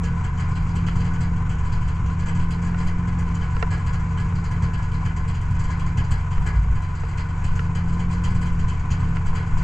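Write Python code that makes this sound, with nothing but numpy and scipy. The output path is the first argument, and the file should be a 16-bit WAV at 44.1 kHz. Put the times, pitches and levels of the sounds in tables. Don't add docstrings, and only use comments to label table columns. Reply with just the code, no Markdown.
import sys
import numpy as np
from scipy import signal
from scipy.fft import rfft, irfft
from scipy.io import wavfile
from scipy.ndimage import uniform_filter1d

SR = 44100
rng = np.random.default_rng(int(sys.argv[2]) if len(sys.argv) > 2 else 0)


def materialize(psi):
    bounded = np.clip(np.atleast_2d(psi).T, -1, 1)
    quanta = np.round(bounded * 32767).astype(np.int16)
    wavfile.write(sys.argv[1], SR, quanta)


N = 424683
TIME = np.arange(N) / SR
BINS = np.maximum(np.arange(N // 2 + 1) * SR / N, 1)
EARS = np.array([[1], [-1]])

STROKES_PER_S = 44.6

# start_s, level_db (relative)
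EXHAUST_LEVEL = [(0.0, -25.5), (2.5, -27), (4.7, -26), (6.1, -26), (7.05, -28.5), (7.7, -27), (8.64, -26.5),
                 (9.63, -28.5)]
# start_s, strength_db
BARK_TIMES = [(0.033, -1), (0.237, -3), (0.395, -4.5), (0.753, -1), (0.863, -0.5), (1.133, -6.5),
              (1.203, -1.5), (1.491, -2.5), (1.717, -3.5), (2.191, -4), (2.256, -2), (2.28, -2.5),
              (2.503, -1), (2.866, -0.5), (3.184, -5), (3.703, -1.5), (3.724, -2), (3.861, -2.5),
              (4.172, -3), (4.439, -4), (4.508, -4), (4.62, 0), (4.73, -2.5), (5.048, -2.5), (5.161, -4),
              (5.275, -3), (5.97, 2.5), (6.106, 2.5), (6.46, 2.5), (7.172, -1), (7.438, -3), (7.551, -5),
              (7.748, 0.5), (7.991, -3.5), (8.104, -3), (8.235, 2), (8.412, -1.5), (8.679, -2.5),
              (8.903, 2), (9.257, -4), (9.349, -0.5), (9.572, -3.5)]


def from_db(db):
    return 10 ** (np.asarray(db) / 20)


def rms_one(x):
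    return x / np.sqrt(np.mean(x ** 2) + 1e-20)


def in_time(rows):
    times, values = np.transpose(rows)
    return np.interp(TIME, times, values)


def over_hz(points):
    hz, db = np.transpose(points)
    return np.interp(np.log(BINS), np.log(hz), db)


def drift(rate_hz):
    spectrum = rfft(rng.standard_normal(N))
    return rms_one(irfft(spectrum / (1 + (BINS / rate_hz) ** 2), N))


def clicks(times, sizes):
    out = np.zeros(N)
    places = np.clip(np.round(times * SR).astype(int), 0, N - 1)
    out[places] = sizes
    return out


def bumps(rows, half_s):
    return sum(from_db(db) * np.exp(-.5 * ((TIME - s) / half_s) ** 2) for s, db in rows)


def ring(x, hz, width_hz):
    decay = np.exp(-np.pi * width_hz / SR)
    angle = 2 * np.pi * hz / SR
    return signal.lfilter([0, np.sin(angle)], [1, -2 * decay * np.cos(angle), decay * decay], x + 1e-18)


def swell(x, rise_s, fall_s):
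    up, down = np.exp(-1 / (rise_s * SR)), np.exp(-1 / (fall_s * SR))
    tails = signal.lfilter([1], [1, -down], x + 1e-18)
    return signal.lfilter([(1 - up) ** 2], [1, -2 * up, up * up], tails)


def resonant_noise(colour, rings=()):
    # pitch_hz, side_over_mid_db
    ear_width = [(60, -23), (180, -49), (310, -16.5), (540, -13), (1000, -13), (1650, -0.5), (2300, -8),
                 (3000, -3.5), (4200, -4), (5200, -76.5), (8500, -12.5)]
    # pitch_hz, left_over_right_db
    ear_lean = [(180, 0.5), (540, 1), (940, 4.5), (1640, 1.5), (2840, -1.5), (4930, -0.7), (8500, 0.3)]
    gain = from_db(over_hz(colour))
    for hz, width_hz, lift_db in rings:
        extra_power = from_db(lift_db) ** 2 - 1
        gain = gain * np.sqrt(1 + extra_power / (1 + (2 * (BINS - hz) / width_hz) ** 2))
    mid, side = rfft(rng.standard_normal((2, N)))
    pair = mid + EARS * side * from_db(over_hz(ear_width))
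    pair = pair * from_db(EARS * over_hz(ear_lean) / 2)
    return rms_one(irfft(pair * gain, N))


def stroke_count():
    times = np.array(BARK_TIMES)[:, 0]
    counts = np.append(0, np.cumsum(np.round(np.diff(times) * STROKES_PER_S)))
    lead = np.interp(TIME, times, counts - times * STROKES_PER_S)
    return TIME * STROKES_PER_S + uniform_filter1d(lead, size=8000)


def firings(strokes, lull_s=.055):
    catch_chance = [(1, .24), (2, .14), (3, .5), (6, 1)]
    bark_s, bark_db = np.transpose(BARK_TIMES)
    exhaust_db = np.interp(strokes, *np.transpose(EXHAUST_LEVEL))
    luck, size = rng.random((len(strokes), 2)).T
    strength_db = -9.5 + exhaust_db - exhaust_db.mean() + 3.5 * np.sqrt(3) * (2 * size - 1)
    caught = np.zeros(len(strokes))
    waited = 0
    half_stroke_s = .5 / STROKES_PER_S
    for k, s in enumerate(strokes):
        ahead_s = bark_s - s
        barks = np.any(np.abs(ahead_s) < half_stroke_s)
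        lull = np.any((ahead_s > -half_stroke_s) & (ahead_s < lull_s))
        caught[k] = not lull and luck[k] < np.interp(waited, *np.transpose(catch_chance))
        waited = 1 if barks or caught[k] else waited + 1
    return clicks(bark_s, from_db(bark_db)) + clicks(strokes, caught * from_db(strength_db))


def exhaust(count, strokes, hard, uneven=0.074, puff_db=-2, thump_db=9):
    # multiple_of_crank_speed, level_db
    crank_tones = [(1, -8.5), (2, -4.5), (3, -8.5), (4, -1), (5, -10), (6, -9.5)]
    # pitch_hz, width_hz, level_db
    silencer = [(57.2, 9.8, -2.5), (91.8, 8.2, -3.5), (129.6, 21, 0.5), (218.2, 13.8, -14.5)]
    note = 0
    for order, db in crank_tones:
        wobble = 1 + uneven * drift(15.0)
        tone = np.sin(np.pi * order * count + rng.uniform(0, 2 * np.pi))
        note = note + from_db(db) * wobble * tone
    puffs = clicks(strokes, from_db(puff_db) * rng.standard_normal(len(strokes)))
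    puffs = puffs + from_db(thump_db) * hard
    thumps = 0
    for k, (hz, width_hz, db) in enumerate(silencer):
        thumps = thumps + from_db(db) * ring(puffs, hz, width_hz) * (-1) ** k
    thumps = signal.sosfilt(signal.butter(2, [20, 260], "band", fs=SR, output="sos"), thumps)
    thumps = signal.lfilter(*signal.iirnotch(156.7, 4, fs=SR), thumps)
    return from_db(in_time(EXHAUST_LEVEL)) * (np.sqrt(2) * note + thumps)


def rasp(strokes, hard, vary_db=2.44, weak_db=-21, weak_spread_db=5.3, flicker_db=0.97):
    # (relative, per Hz)
    gas_colour = [(300, 6.5), (600, 0), (1000, 7), (1700, 1.5), (2400, 3), (3200, -0.5), (3650, -17),
                  (4100, -6.5), (4800, -0.5), (5500, -11), (6700, -1.5), (7850, 0), (8150, -11),
                  (10700, -27.5), (11900, -27), (13500, -35)]
    # pitch_hz, width_hz, lift_db
    pipe_rings = [(447, 33, 8.5), (1671, 8, 18.5), (2034, 35, 10), (3050, 25, 11), (3310, 29, 9.5),
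                  (4070, 38, 9), (4360, 5.5, 10), (4754, 62, 4), (5960, 20, 11.5), (6030, 23, 11),
                  (6800, 60, 6.5), (7500, 44, 1.5), (7230, 46, 6.5), (7750, 76, 6)]
    # top_hz, rise_s, fall_s
    blast_bands = [(2400, 0.0047, 0.028), (3650, .005, 0.015), (5200, .0052, 0.017), (7260, 0.0038, 0.0093),
                   (8300, 0.0048, 0.0049), (14000, 0.0027, 0.014)]
    weak = clicks(strokes, from_db(weak_db + weak_spread_db * rng.standard_normal(len(strokes))))
    power = hard ** 2 + weak ** 2
    hiss = rfft(resonant_noise(gas_colour, pipe_rings))
    gas, low_hz = 0, 0
    for high_hz, rise_s, fall_s in blast_bands:
        share = from_db(vary_db * np.clip(rng.standard_normal(N), -2, 2))
        band = irfft(hiss * ((BINS >= low_hz) & (BINS < high_hz)), N)
        gas = gas + band * np.sqrt(swell(power * share ** 2, rise_s, fall_s))
        low_hz = high_hz
    gas = gas * from_db(flicker_db * drift(200))
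    shaking = np.sqrt(swell(power, rise_s=0.0097, fall_s=.02)) * rng.standard_normal(N)
    steel = rms_one(ring(shaking, hz=1661, width_hz=10))
    return from_db(-35.5) * gas + from_db(-51.5) * steel * EARS


def clatter(count, strokes, loose_per_s=130, grain_db=3):
    # start_s, level_db (before a lift of 3 dB)
    clatter_level = [(0, -40), (1.7, -41), (4.7, -40.5), (5.6, -41.5), (6.45, -40.5), (6.85, -42.5),
                     (8.4, -40.5), (9.6, -40)]
    # (relative, per Hz)
    clatter_colour = [(200, -2), (320, -9.5), (600, -19.5), (900, -15.5), (1350, -12.5), (1620, -17.5),
                      (2300, -13), (2900, -23), (3600, -31.5), (4700, -35.5), (5500, -32), (7200, -26),
                      (8500, -41), (12000, -80)]
    # pitch_hz, width_hz, lift_db
    hood_rings = [(461.5, 28, 9.5), (744, 50, 8.5), (1009, 73, 19), (1286, 4.9, 1), (1492, 54, 13),
                  (1773, 15, 7), (1840, 12, -3.5), (2064, 8.3, 5.5), (3270, 17, 3)]
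    slaps = clicks(strokes, from_db(-1.5 + grain_db * rng.standard_normal(len(strokes))))
    loose = rng.random(N) < loose_per_s / SR
    rattles = loose * from_db(grain_db * rng.standard_normal(N))
    contacts = rms_one(np.sqrt(swell(slaps ** 2 + rattles ** 2, rise_s=.0005, fall_s=0.006)))
    shake = rms_one((contacts + 2.2) * from_db(1.0 * np.cos(np.pi * count)))
    return from_db(in_time(clatter_level) + 3) * shake * resonant_noise(clatter_colour, hood_rings)


def neighbour(waver_hz=0.25, surge_db=0.5, gas_db=-24):
    # start_s, firings_per_s
    engine_speed = [(0.0, 42.7), (0.2, 42.3), (0.45, 41.3), (1.0, 42.6), (1.45, 41.9), (1.85, 41.1),
                    (2.4, 42.0), (3.1, 43.5), (3.65, 41), (4.35, 42.1), (4.9, 40.7), (5.75, 41.4),
                    (7.0, 39.3), (7.55, 40.7), (7.8, 42.4), (8.35, 43.9), (8.7, 40.9), (9.63, 41.8)]
    # middle_s, speed_loss (firings per s)
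    stumbles = [(0.291, 2.1), (1.63, 1.55), (3.47, 1.02), (4.49, 1.54), (5.42, 1.728), (6.14, 1.83)]
    # multiple_of_firing_rate, level_db, unsteadiness (0-1)
    firing_tones = [(2, -17, 0.35), (3, -9.5, 0.3), (4, -1.5, 0.14), (5, -25.5, 0.9), (6, -22.5, 0.1),
                    (7, -25, 0.13), (8, -36.5, 0), (11, -29.5, 0)]
    # (relative, per Hz)
    flow_colour = [(150, -7.5), (220, 2), (310, -4.5), (450, 1.5), (580, -13), (900, -9.5), (2000, -36.5),
                   (5000, -63)]
    surge = drift(6.3)
    rate = in_time(engine_speed) + waver_hz * surge
    for middle_s, loss in stumbles:
        rate = rate - loss * np.exp(-.5 * ((TIME - middle_s) / .05) ** 2)
    turn = 2 * np.pi * np.cumsum(rate) / SR
    tones = 0
    for order, db, shaky in firing_tones:
        wobble = 1 + shaky * (drift(28) + 1j * drift(16.0)) / np.sqrt(2)
        tones = tones + from_db(db) * wobble * np.exp(1j * (order * turn + rng.uniform(0, 2 * np.pi)))
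    gas = from_db(gas_db) * resonant_noise(flow_colour) * (1 + .5 * np.cos(turn))
    in_tune = 1 / np.sqrt(1 + (2 * (rate - 42.7) / 2.6) ** 2)
    return from_db(-25.5 + surge_db * surge) * in_tune * (np.sqrt(2) * tones.real + gas)


def air(buffet_db=-28, swing_db=2.04, boom_hz=53):
    # (relative, per Hz)
    buffet_colour = [(3, -11.5), (9, 12.5), (15, 5.5), (29, -4.5), (45, -6.5), (130, -17), (200, -24),
                     (400, -74.5)]
    # middle_s, level_db
    gusts = [(0.62, -18), (2.83, -20), (5.46, -25.5), (6.41, -15), (6.73, -20), (7.55, -20), (8.54, -20),
             (9.3, -20), (9.56, -17)]
    # middle_s, level_db
    boom_swells = [(6.588, -14.5), (6.695, -15.5)]
    steady = from_db(buffet_db + swing_db * drift(3.3))
    buffet = np.hypot(steady, bumps(gusts, half_s=0.037))
    boom = np.sqrt(2) * np.sin(2 * np.pi * boom_hz * TIME + 0.24 * drift(23))
    return buffet * resonant_noise(buffet_colour) + bumps(boom_swells, half_s=0.028) * boom


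def knocks(contact_s=.0013, chatter_share=0.17):
    # start_s, level_db (relative), brightness_db, weight_db
    knock_list = [(0.885, -25.5, -3, -9), (2.745, -31.5, -8, -3), (3.566, -34, 5, 5),
                  (3.626, -21.5, 2.5, 2.5), (3.942, -37, 2, -4), (4.324, -33, -11, -3),
                  (6.381, -34, -7, -1.5), (7.035, -33.5, -8, 0), (7.593, -20.5, -7, -15),
                  (8.258, -35, 2, -17), (9.169, -27.5, -5, -10)]
    # after_s, level_db
    bounces = [(0, 2), (.002, -7), (.0068, -16)]
    # pitch_hz, width_hz, level_db
    body_modes = [(452, 28, -9), (720, 110, -6), (1100, 130, -3), (1357, 60, -4), (1850, 130, -5),
                  (2250, 220, -7), (2750, 170, -7), (4100, 300, -17), (5200, 400, -16), (6800, 700, -19)]
    blows = []
    for start_s, level_db, bright, weight in knock_list:
        for after_s, bounce_db in bounces:
            blows.append((start_s + after_s, level_db + bounce_db, bright, weight))
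    times, blow_db, bright_db, weight_db = np.transpose(blows)
    out = 0
    for k, (hz, width_hz, mode_db) in enumerate(body_modes):
        octave = np.log2(hz / 1800)
        tilt_db = bright_db * np.clip(octave, 0, 1) + weight_db * np.clip(-octave, 0, 1)
        blow = clicks(times, from_db(blow_db + tilt_db + mode_db))
        chatter = swell(blow, rise_s=0.00034, fall_s=contact_s) * rng.standard_normal((2, N))
        out = out + ring(blow * (-1) ** k + chatter_share * chatter, hz, width_hz)
    return out


def scene():
    count = stroke_count()
    strokes = TIME[1:][np.diff(np.floor(count)) > 0]
    hard = firings(strokes)
    engine = exhaust(count, strokes, hard) + rasp(strokes, hard) + clatter(count, strokes)
    return engine + neighbour() + air() + knocks()


def record(dry):
    dry = signal.sosfilt(signal.butter(1, 4, "high", fs=SR, output="sos"), dry)
    return signal.sosfilt(signal.cheby2(12, 70, 14500, fs=SR, output="sos"), dry)


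dry = scene()
out = record(dry)
materialize(out)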